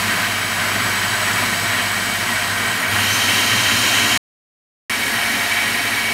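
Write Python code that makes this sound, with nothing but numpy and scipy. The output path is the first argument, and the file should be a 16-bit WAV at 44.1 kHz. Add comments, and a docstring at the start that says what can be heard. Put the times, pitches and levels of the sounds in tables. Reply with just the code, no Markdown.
"""A food processor beats batter on a stone counter. Brushes, gears and fan roar as noise shaped by the housing;
armature slots whine as sines locked to the shaft; the mains hums; one dull thud sounds through the counter.
The knob goes from slow through off to fast. The sound is cut to silence for 0.7 s, then returns at slow speed
with a slightly different colour. Both channels are equal, as from one microphone."""
import sys
import numpy as np
from scipy import signal
from scipy.fft import rfft, irfft, next_fast_len
from scipy.io import wavfile
from scipy.ndimage import uniform_filter1d

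SR = 44100
rng = np.random.default_rng(int(sys.argv[2]) if len(sys.argv) > 2 else 0)


def store_pcm(level_fs):
    """Save levels as 16-bit WAV."""
    pcm = np.round(np.clip(level_fs, -1, 1) * 32767).astype(np.int16)
    wavfile.write(sys.argv[1], SR, np.atleast_2d(pcm).T)


def invert_db(x):
    """Field ratio 10**(x/20) for x, a level in decibels (scalar or array-like)."""
    u = np.asarray(x, float) / 20
    return 10 ** u


N = 270544
T = np.arange(N) / SR
SLOTS = 12  # armature slots per shaft turn
MAINS_HZ = 50
MAINS_PHASE = 2 * np.pi * MAINS_HZ * T
TOP_HZ = 15730
POWER_OFF_S, RUN_UP_S = 2.72, 2.885
SILENCE_S = (4.1765, 4.8965)
AGAIN_S = np.mean(SILENCE_S)  # settings change to slow again while silent
SLOW_GOAL_HZ = 2704  # slot rate

# Triples of settings are for slow, fast, slow again.


def walk(rate_hz):
    """Random levels held 1 / rate_hz s and slewed twice; spread 1."""
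    hold = int(SR / rate_hz)
    steps = np.repeat(rng.standard_normal(N // hold + 1), hold)
    slewed = uniform_filter1d(uniform_filter1d(steps, hold), hold)[:N]
    return slewed / slewed.std()


def tone(phase, level_db, waver_db):
    """A sine of given rms level that wavers in strength."""
    gain = np.sqrt(2) * invert_db(level_db + waver_db * walk(30))
    return gain * np.sin(phase + rng.uniform(0, 2 * np.pi))


def stretches():
    """Weights of slow, fast and slow again over time; they sum to 1."""
    settle_s = .17
    fast = 1 - np.exp(-np.maximum(T - RUN_UP_S, 0) / settle_s) * (T < AGAIN_S)
    again = 1. * (T > AGAIN_S)
    return np.array([1 - fast, fast - again, again])


def settle(start_s, start_hz, goal_hz, tau_s):
    """Speed approaches its goal exponentially, as a rotor under steady drive."""
    return goal_hz - (goal_hz - start_hz) * np.exp(-(T - start_s) / tau_s)


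def speed():
    """Slot rate in Hz: creeps up at slow, coasts down, runs up to fast, is slow again after the silence."""
    # Rotor, then load of batter. Each row: share of the climb, time constant in s.
    run_up_parts = [(.407, .1), (.593, .285)]
    coast_start_s, coast_tau_s = 2.713, .687  # unpowered, the batter brakes the rotor
    fast_hz = 3437
    inertia_s = .02  # rounds the corners of the speed
    coasted_s = np.clip(T - coast_start_s, 0, RUN_UP_S - coast_start_s)
    slow_hz = settle(0, 2569, SLOW_GOAL_HZ, 1.16) * np.exp(-coasted_s / coast_tau_s)
    powered_s = np.maximum(T - RUN_UP_S, 0)
    left = sum(share * np.exp(-powered_s / tau_s) for share, tau_s in run_up_parts)
    first_hz = uniform_filter1d(fast_hz - (fast_hz - slow_hz) * left, int(inertia_s * SR))
    return np.where(T < AGAIN_S, first_hz, settle(4.89, 2719, 2747, .6))


def shaft_phase(weights, chopped, slot_hz):
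    """Shaft angle; one torque kick per mains cycle splits each whine into lines a mains period apart."""
    ripple = (.0085, 0, .0055)  # share of speed
    kick = np.dot(ripple, weights) * chopped * np.cos(MAINS_PHASE)
    jostle = .0004 * walk(12)
    return 2 * np.pi * np.cumsum(slot_hz * (1 + kick + jostle)) / SLOTS / SR


def body(hz, k):
    """Gain in stretch k: broad colour times resonances of housing, bowl and counter, with steep skirts."""
    # Broad colour of the roar. Each row: frequency in Hz, relative density in dB when slow, fast, slow again.
    colour_points = [(25, -46, -54.5, -52), (45, -23, -29, -31), (85, -11, -9.5, -18), (140, -11, -15, -20),
                     (220, -4, -5.5, -12), (496, -7.5, -11, -14.5), (820, -8.5, -7.5, -9.5),
                     (1220, -4, -3.5, -9.5), (1940, -3, -2, -3.5), (2646, -7.5, -2, -8.5),
                     (3410, -11, -5, -13.5), (7280, -17.5, -12.5, -21), (10980, -20, -16.5, -23),
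                     (15800, -26.5, -22.5, -31)]
    # Housing, bowl and counter. Each row: centre in Hz, width in Hz at half the dB, boost in dB when slow,
    # fast, slow again.
    housing_modes = [(70.5, 11, 4, 10, 8), (114.8, 17, 17, 18, 14), (170, 12, 10, 3, 2),
                     (195.4, 16, 9.5, 4.25, 5.6), (234, 45, 6.5, 5.4, 5.8), (276, 12, 3.5, 4, 8.1),
                     (350, 14, 4, 3.3, 6), (417, 29, 1.5, 1.8, 6.4), (622, 38, 4.5, 4, 1.5),
                     (703, 38, 8.5, 8.6, 8.1), (1012, 80, 4.5, 4.6, 3.3), (1346, 43, 1.5, 3.2, 1),
                     (1547, 80, 6, 3, 1.4), (1676, 61, 3.5, 4, 6.9), (1883, 55, 8, 9.4, 9.2),
                     (2090, 44, 3, 3.1, 2.5), (2263, 69, 9, 7.8, 11.3), (2493, 30, 3, 2.4, 2.4),
                     (2824, 98, 3, 4.1, 3.9), (3104, 150, 7, 10.3, 8.3), (3866, 110, 5.5, 4.8, 7),
                     (4115, 120, 5.5, 3.7, 4.6), (4596, 74, 7.5, 5, 7), (5120, 71, 3.5, 3.6, 3),
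                     (5620, 180, 3.5, 4, 3), (6170, 140, 2.5, 5, 3.61), (6740, 220, 4, 3, 3)]
    # Peaks and dips of the hiss on its way past vents, bowl and counter. Columns as above.
    treble_modes = [(3470, 180, -1.5, -7, -0.5), (4900, 220, 0, -5.5, -4), (5870, 150, -3, -2, -3),
                    (7470, 150, 0, 4.5, 6), (7650, 270, -2, -5, -7), (8000, 260, 6, 3, 2.5),
                    (8860, 120, -2.5, -4.5, -5.5), (8710, 250, 2.5, 5.5, 2), (9150, 150, -7, -4.5, -7),
                    (9160, 230, 8.5, 2.5, 7), (9800, 120, 2, -3, 3), (9660, 200, -0.5, 6, -1),
                    (9960, 120, 2.5, 4.5, 4), (10400, 450, -1, -4, -7.5), (10900, 230, -5.5, -2.5, 3.5),
                    (11280, 250, 2, 2.5, 0.5), (11900, 200, 3, 3.5, 1.5), (12300, 250, -0.5, -1.5, 3.5),
                    (12950, 250, 5, 2.5, 4), (13400, 200, 4, 2.5, 2), (13800, 200, 4.5, -6, 2.5),
                    (14800, 200, 1.5, 0, 0.5), (15500, 300, 0, -4.5, 2)]
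    at_hz, *colour_db = np.transpose(colour_points)
    boost_db = 0
    for centre_hz, width_hz, *peak_db in housing_modes + treble_modes:
        boost_db = boost_db + peak_db[k] / (1 + (1.3 * (hz - centre_hz) / width_hz) ** 2) ** 2
    return invert_db(np.interp(np.log(hz), np.log(at_hz), colour_db[k]) + boost_db)


def roar_levels_db(weights, slot_hz):
    """Levels of rumble, roar, hiss and sizzle: they follow speed, wandering load and the jolt of run-up."""
    # each: dB when slow, fast, slow again at the slow goal speed; dB per octave of speed
    rumble, roar_mid = (-32.5, -33, -34.5, 6.5), (-20.5, -19, -20, 4.5)
    hiss, sizzle = (-28, -27, -28.5, 12), (-33.5, -30, -33, 2)
    load_db, load_rate_hz = 0.56, 4  # the load of batter wanders
    lurch_db, lurch_s = 1.5, 0.059  # the housing jolts as the motor catches: peak, time to peak
    octaves = np.log2(slot_hz / SLOW_GOAL_HZ)
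    since = np.maximum(T - RUN_UP_S, 0) / lurch_s
    shared_db = load_db * walk(load_rate_hz) + lurch_db * since * np.exp(1 - since)
    return [np.dot(db[:3], weights) + db[3] * octaves + shared_db for db in (rumble, roar_mid, hiss, sizzle)]


def roar(weights, chopped, shaft, levels_db):
    """Turbulence and rattle ring the housing in four regions; brush sparks pulse the hiss with mains and shaft."""
    size = next_fast_len(N)
    hz = np.arange(size // 2 + 1) * SR / size + 1e-3  # above 0 for the log
    sparks = 1 + chopped * (0.087 * np.cos(MAINS_PHASE) + 0.077 * np.cos(2 * MAINS_PHASE))
    sparks = sparks + .08 * np.cos(shaft)
    rumble_flutter = invert_db(1.2 * walk(25))
    slosh = invert_db(.5 * walk(10) + 0.54 * walk(45))  # batter thrown about by the blade
    # low edge, high edge, low edge of the span whose rms is set (Hz); flutter of the drive
    regions = [(0, 600, 130, rumble_flutter), (600, 3500, 600, slosh),
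               (3500, 8500, 3500, np.sqrt(sparks)), (8500, TOP_HZ, 8500, sparks)]
    out = 0
    for (low_hz, high_hz, rms_from_hz, flutter), level_db in zip(regions, levels_db):
        drive = rfft(rng.standard_normal(N) * flutter, size) * ((hz >= low_hz) & (hz < high_hz))
        for k in range(3):
            rung = drive * body(hz, k)
            rms = np.sqrt(2 * np.sum(abs(rung[hz >= rms_from_hz]) ** 2) / size / N)
            out = out + weights[k] * invert_db(level_db) * irfft(rung, size)[:N] / rms
    return out


def whine_levels_db(weights, slot_hz):
    """Each slot harmonic flares or fades as its pitch moves through fixed frequencies."""
    # 2nd, 3rd, 4th slot harmonic. Each row: rms level in dB when slow, fast, slow again.
    harmonic_levels = [(-55, -41, -43), (-43, -43, -43.5), (-45, -45, -43.5)]
    # Each row: slot harmonic, centre in Hz, spread in Hz (1/9 of the dB one spread away), boost in dB.
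    flares = [(2, 5100, 250, 5), (2, 6130, 240, 17.5), (2, 6825, 75, 7), (3, 8000, 330, 7),
              (3, 9650, 500, 3), (3, 10260, 230, -11), (4, 9330, 450, 10), (4, 9800, 150, 5),
              (4, 10550, 600, 2.5), (4, 11150, 350, 6), (4, 13700, 400, -6)]
    levels_db = [np.dot(db, weights) for db in harmonic_levels]
    for harmonic, centre_hz, spread_hz, boost_db in flares:
        offset = (harmonic * slot_hz - centre_hz) / spread_hz
        levels_db[harmonic - 2] = levels_db[harmonic - 2] + boost_db / (1 + 2 * offset ** 2) ** 2
    return levels_db


def whine(weights, shaft, levels_db):
    """Slot harmonics and weaker rotor orders, all locked to the shaft."""
    # Each row: cycles per shaft turn, rms level in dB when slow, fast, slow again.
    rotor_orders = [(1, -48, -39, -42), (3, -52, -60, -46), (20, -60, -60, -48), (23, -60, -46, -60),
                    (30, -58, -56, -58), (53.75, -70, -70, -46), (60, -51, -70, -70)]
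    out = sum(tone(SLOTS * n * shaft, db, waver_db=1.0) for n, db in enumerate(levels_db, start=2))
    for order, *db in rotor_orders:
        out = out + tone(order * shaft, np.dot(db, weights), waver_db=0)
    return out


def current_db(weights):
    """Hum level: falls while the power is off, surges as full power comes on."""
    hum_db = (-36.5, -38, -43.5)
    off_db, surge_db, surge_tau_s = -12, 8.5, .4
    off = uniform_filter1d(1. * ((T > POWER_OFF_S) & (T < RUN_UP_S)), SR // 50)
    surge = (T > RUN_UP_S) * np.exp(-np.maximum(T - RUN_UP_S, 0) / surge_tau_s) * (1 - weights[2])
    return np.dot(hum_db, weights) + off_db * off + surge_db * uniform_filter1d(surge, SR // 50)


def hum(weights, chopped):
    """The field pulls twice per mains cycle; uneven chopping adds the fundamental."""
    chopper_db = (-50, -68, -52)
    fundamental = tone(MAINS_PHASE, np.dot(chopper_db, weights), waver_db=0.2)
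    pull = tone(2 * MAINS_PHASE, current_db(weights), waver_db=1.2)
    return pull + uniform_filter1d(chopped, SR // 10) * fundamental


def thud():
    """One dull thud through the counter: a low sine that swells and dies."""
    start_s, peak_db, hz, rise_s = 3.53, -44, 45, .02
    t = np.maximum(T - start_s, 0)
    envelope = t / rise_s * np.exp(1 - t / rise_s)
    return invert_db(peak_db) * envelope * np.sin(2 * np.pi * hz * t)


def scene():
    """Roar, whine, hum and thud, equal in both channels."""
    weights, slot_hz = stretches(), speed()
    chopped = (T < POWER_OFF_S) + weights[2]  # the speed control chops the current only at slow speed
    shaft = shaft_phase(weights, chopped, slot_hz)
    sound = roar(weights, chopped, shaft, roar_levels_db(weights, slot_hz))
    sound = sound + whine(weights, shaft, whine_levels_db(weights, slot_hz))
    sound = sound + hum(weights, chopped) + thud()
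    return np.tile(sound, (2, 1))


def top_cut(x):
    """Nothing passes above the cut-off."""
    return signal.sosfilt(signal.butter(12, 16830, fs=SR, output="sos"), x)


def record(dry):
    """Cuts everything from TOP_HZ up and mutes the silence with very short fades."""
    fade_out_s, fade_in_s = 0.0012, .0007
    size = next_fast_len(N)
    hz = np.arange(size // 2 + 1) * SR / size
    limited = irfft(rfft(dry, size) * (hz < TOP_HZ), size)[:, :N]
    before = (SILENCE_S[0] - T) / fade_out_s
    after = (T - SILENCE_S[1]) / fade_in_s
    mix = limited * np.clip(np.maximum(before, after), 0, 1)
    return top_cut(mix)


dry = scene()
out = record(dry)
store_pcm(out)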